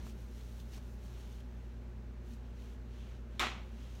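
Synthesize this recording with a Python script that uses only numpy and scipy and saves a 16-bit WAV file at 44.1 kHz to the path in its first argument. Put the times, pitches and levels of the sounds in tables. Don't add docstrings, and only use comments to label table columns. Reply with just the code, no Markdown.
import sys
import numpy as np
from scipy import signal
from scipy.fft import rfft, irfft
from scipy.io import wavfile

SR = 44100
rng = np.random.default_rng(int(sys.argv[2]) if len(sys.argv) > 2 else 0)


def wrap_up_sound(samples):
    columns = np.atleast_2d(samples).T
    tamed = np.clip(columns, -1, 1)
    steps = np.round(tamed * 32767).astype(np.int16)
    wavfile.write(sys.argv[1], SR, steps)


N = 176400
TIME = np.arange(N) / SR

# f/Hz, rms level/dB
HUM_TONES = [(49.0, -59), (58.75, -46), (83.15, -70), (91.77, -62), (119.99, -57.5), (245.1, -73),
             (360.0, -70), (600.0, -76.5), (840.0, -80)]
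# f/Hz, level/dB per Hz
AIR_SPECTRUM = [(20, -99), (40, -85), (58, -88.5), (75, -84.5), (100, -85), (118, -76), (143, -94),
                (176, -77.5), (195, -81), (222, -74), (250, -79), (275, -87), (320, -90), (370, -85.5),
                (440, -88.5), (520, -90.5), (700, -97), (830, -96.5), (1150, -100), (1600, -100),
                (2000, -104), (2700, -106), (3300, -111), (4200, -111), (4900, -115), (6000, -114.5),
                (8200, -121), (10400, -126), (12500, -123.5), (15500, -125)]
# middle t/s, length/s, level/dB, tilt/dB per octave, dull body/dB, rasp/dB
CLOTH_STROKES = [(0.0, .08, -104, -3.5, 11, -3), (.078, 0.06, -98, 0.5, 13, -3.5),
                 (0.209, 0.091, -105, 1.5, 6, -0.5), (0.394, 0.14, -102.5, 0.5, 11, -3.5),
                 (0.514, 0.065, -105.5, 2, 10, 2), (.598, 0.074, -103.5, 2, 8, 1),
                 (0.702, .06, -106, 2, 6, 0), (0.751, 0.045, -97, -0.5, 13, -2),
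                 (0.846, 0.083, -108, 0, 11, -2), (0.92, .08, -107.5, 3, 10, -4),
                 (1.058, 0.087, -105, 1.5, 6, 1.5), (1.196, 0.13, -103.5, -.5, 13, 2),
                 (1.337, 0.1, -105, 0.5, 6, 2), (1.6, .33, -115, -1, 0, 2.5),
                 (2.312, 0.077, -106, 1, -6, 1), (2.47, .17, -116, -3.5, 2, 2),
                 (2.631, 0.088, -106, -1, 10, 2), (2.717, 0.057, -109, -1.5, 2, 3),
                 (3.017, 0.16, -108, -3.5, -5, 3), (3.13, 0.083, -110, -4.5, 8, -2),
                 (3.38, 0.084, -112, -4.5, 0, 4), (3.7, 0.25, -113, -0.5, 4, 3),
                 (3.825, .11, -106, -3, -9, 1), (3.97, 0.16, -104.5, -1.5, -4, 0.5)]
# f/Hz, gain/dB
CLOTH_EQ = [(200, 5), (500, -9.5), (1000, -4), (1800, -3), (2900, 2.5), (4200, 0), (4900, -4.5),
            (6000, -0.5), (7200, -5.5), (8200, -9), (9500, -8), (10400, -12.5), (12500, -9.5), (15500, -13)]
# f/Hz, share of the stroke's body gain
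BODY_EQ = [(150, 0.78), (380, 1), (850, 0.54), (1400, 0)]
# f/Hz, share of the stroke's rasp gain
RASP_EQ = [(2200, 0), (3100, 0.89), (4600, 0.13)]
# t/s, level/dB, centre f/Hz
CATCHES = [(0.065, -57, 940), (.067, -50, 360), (.095, -67, 6200), (.408, -62, 3200), (.5985, -58.5, 3600),
           (0.733, -61.5, 5000), (.776, -60, 5530), (.78, -53.5, 700), (1.4027, -61, 2880),
           (2.335, -65, 5800), (2.735, -75, 9000), (3.311, -71, 3000), (3.952, -68, 6200)]
# f/Hz, level/dB per Hz
WASH_SPECTRUM = [(130, -95), (230, -69), (300, -74), (370, -74.5), (450, -74.5), (600, -65.5), (680, -68.5),
                 (750, -63), (950, -66), (1230, -62), (1600, -68), (2300, -63.5), (3100, -67), (4100, -71),
                 (4800, -78.5), (5700, -77), (6400, -78.5), (7300, -79.5), (8200, -87), (10400, -91.5),
                 (12800, -91), (15500, -98)]
# f/Hz, t60/s
ROOM_DECAY = [(200, 0.67), (600, 0.49), (1400, .43), (3200, 0.45), (6000, 0.4), (9700, .32), (15000, 0.23)]
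# f/Hz, time constant/s
ROOM_ATTACK = [(300, 0.011), (1000, 0.0082), (3000, 0.0071), (9000, 0.0016)]
# f/Hz, level/dB, t60/s
LINGERING_MODES = [(356, -42, 0.39), (622, -50, .35), (735, -51, 0.36), (1255, -40, .34), (2013, -47, 0.45),
                   (2300, -53, 0.25), (2444, -46, 0.37), (2400, -56, .31), (3250, -52, 0.37),
                   (3360, -48, 0.37), (3865, -50, 0.25)]
# delay/s, level/dB
EARLY_ECHOES = [(.0053, -25), (.0129, -28), (.0201, -28), (.0283, -34), (.0352, -23), (.0424, -24),
                (0.074, -19)]
# f/Hz, level/dB, t60/s
CRACK_MODES = [(1235, -37, .04), (2290, -31.5, 0.024), (3140, -33.5, .03), (3630, -26.5, 0.018),
               (5580, -38, 0.021), (7410, -38.5, 0.032), (8900, -50, .012), (11400, -48, .015)]

FIBRES_PER_S, FIBRE_SPREAD_DB, FIBRE_POWER_SHARE = 2500, 3, 0.4
TILT_FLOOR_HZ, TILT_PIVOT_HZ = 1000, 6400
SNAP_S = 3.3952


def from_db(db):
    return 10 ** (np.asarray(db) / 20)


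def at_hz(points, hz):
    f, value = np.transpose(points)
    return np.interp(np.log(np.maximum(hz, 1)), np.log(f), value)


def coloured(white, spectrum, tilt_db=0):
    hz = np.linspace(0, SR / 2, N // 2 + 1)
    octaves = np.log2(np.maximum(hz, TILT_FLOOR_HZ) / TILT_PIVOT_HZ)
    gain = from_db(at_hz(spectrum, hz) + tilt_db * octaves)
    return irfft(rfft(white) * gain, N) * np.sqrt(SR / 2)


def since(start):
    return np.maximum(TIME - start, 0)


def decay(age, t60):
    return from_db(np.maximum(-60 * age / t60, -200))


def ring(age, hz, db, t60):
    return from_db(db) * np.sin(2 * np.pi * hz * age) * decay(age, t60)


def noise_burst(start, fall_s):
    age = since(start)
    return (age > 0) * np.exp(-np.minimum(age / fall_s, 20)) * rng.standard_normal(N)


def room_tone():
    hum = sum(from_db(db) * np.sqrt(2) * np.sin(2 * np.pi * (hz * TIME + rng.random()))
              for hz, db in HUM_TONES)
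    return hum + coloured(rng.standard_normal(N), AIR_SPECTRUM)


def cloth_strokes():
    slip_sizes = from_db(FIBRE_SPREAD_DB * np.minimum(rng.exponential(1, N), 5))
    slips = slip_sizes * rng.choice([-1, 1], N) * (rng.random(N) < FIBRES_PER_S / SR)
    grain = np.sqrt(FIBRE_POWER_SHARE) * slips / slips.std()
    friction = grain + np.sqrt(1 - FIBRE_POWER_SHARE) * rng.standard_normal(N)
    hz = np.geomspace(100, 16000, 120)
    out = np.zeros(N)
    for middle, length, db, tilt_db, body_db, rasp_db in CLOTH_STROKES:
        eq = at_hz(CLOTH_EQ, hz) + body_db * at_hz(BODY_EQ, hz) + rasp_db * at_hz(RASP_EQ, hz)
        swell = 0.5 ** (2 * ((TIME - middle) / length) ** 2)
        texture = np.roll(friction, rng.integers(N))
        out += from_db(db) * swell * coloured(texture, np.column_stack([hz, eq]), tilt_db)
    return out


def cloth_catches():
    out = np.zeros(N)
    for start, db, hz in CATCHES:
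        low, high = hz / 1.25, hz * 1.25
        band = signal.butter(1, [low, high], "band", fs=SR, output="sos")
        makeup_gain = np.sqrt(SR / 2 / (high - low))
        out += from_db(db) * makeup_gain * signal.sosfilt(band, noise_burst(start, fall_s=0.0062))
    return out


def room_tail():
    age = since(SNAP_S)
    hz = np.linspace(1, SR / 2, N // 2 + 1)
    wash = rfft(coloured(rng.standard_normal(N), WASH_SPECTRUM))
    centres = np.geomspace(150, 15000, 12)
    out = np.zeros(N)
    for centre, weights in zip(centres, np.eye(len(centres))):
        band = irfft(wash * np.interp(hz, centres, weights), N)
        bloom = 1 - np.exp(-age / at_hz(ROOM_ATTACK, centre))
        out += band * bloom * decay(age, at_hz(ROOM_DECAY, centre))
    for mode_hz, db, t60 in LINGERING_MODES:
        bloom = 1 - np.exp(-age / at_hz(ROOM_ATTACK, mode_hz))
        out += ring(age, mode_hz, db, t60) * bloom
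    return out


def headband_snap():
    crack = sum((-1) ** k * ring(since(SNAP_S), *mode)
                for k, mode in enumerate(CRACK_MODES))
    spit = from_db(-42.5) * noise_burst(SNAP_S, fall_s=0.0038)
    echoes = sum(ring(since(SNAP_S + delay), hz=2060, db=db, t60=0.002) for delay, db in EARLY_ECHOES)
    return crack + spit + echoes


def scene():
    return (room_tone() + cloth_strokes() + cloth_catches() + headband_snap() + room_tail())[None]


def record(dry):
    high_cut = signal.ellip(12, rp=0.1, rs=80, Wn=15850, fs=SR, output="sos")
    return signal.sosfilt(high_cut, dry)


dry = scene()
out = record(dry)
wrap_up_sound(out)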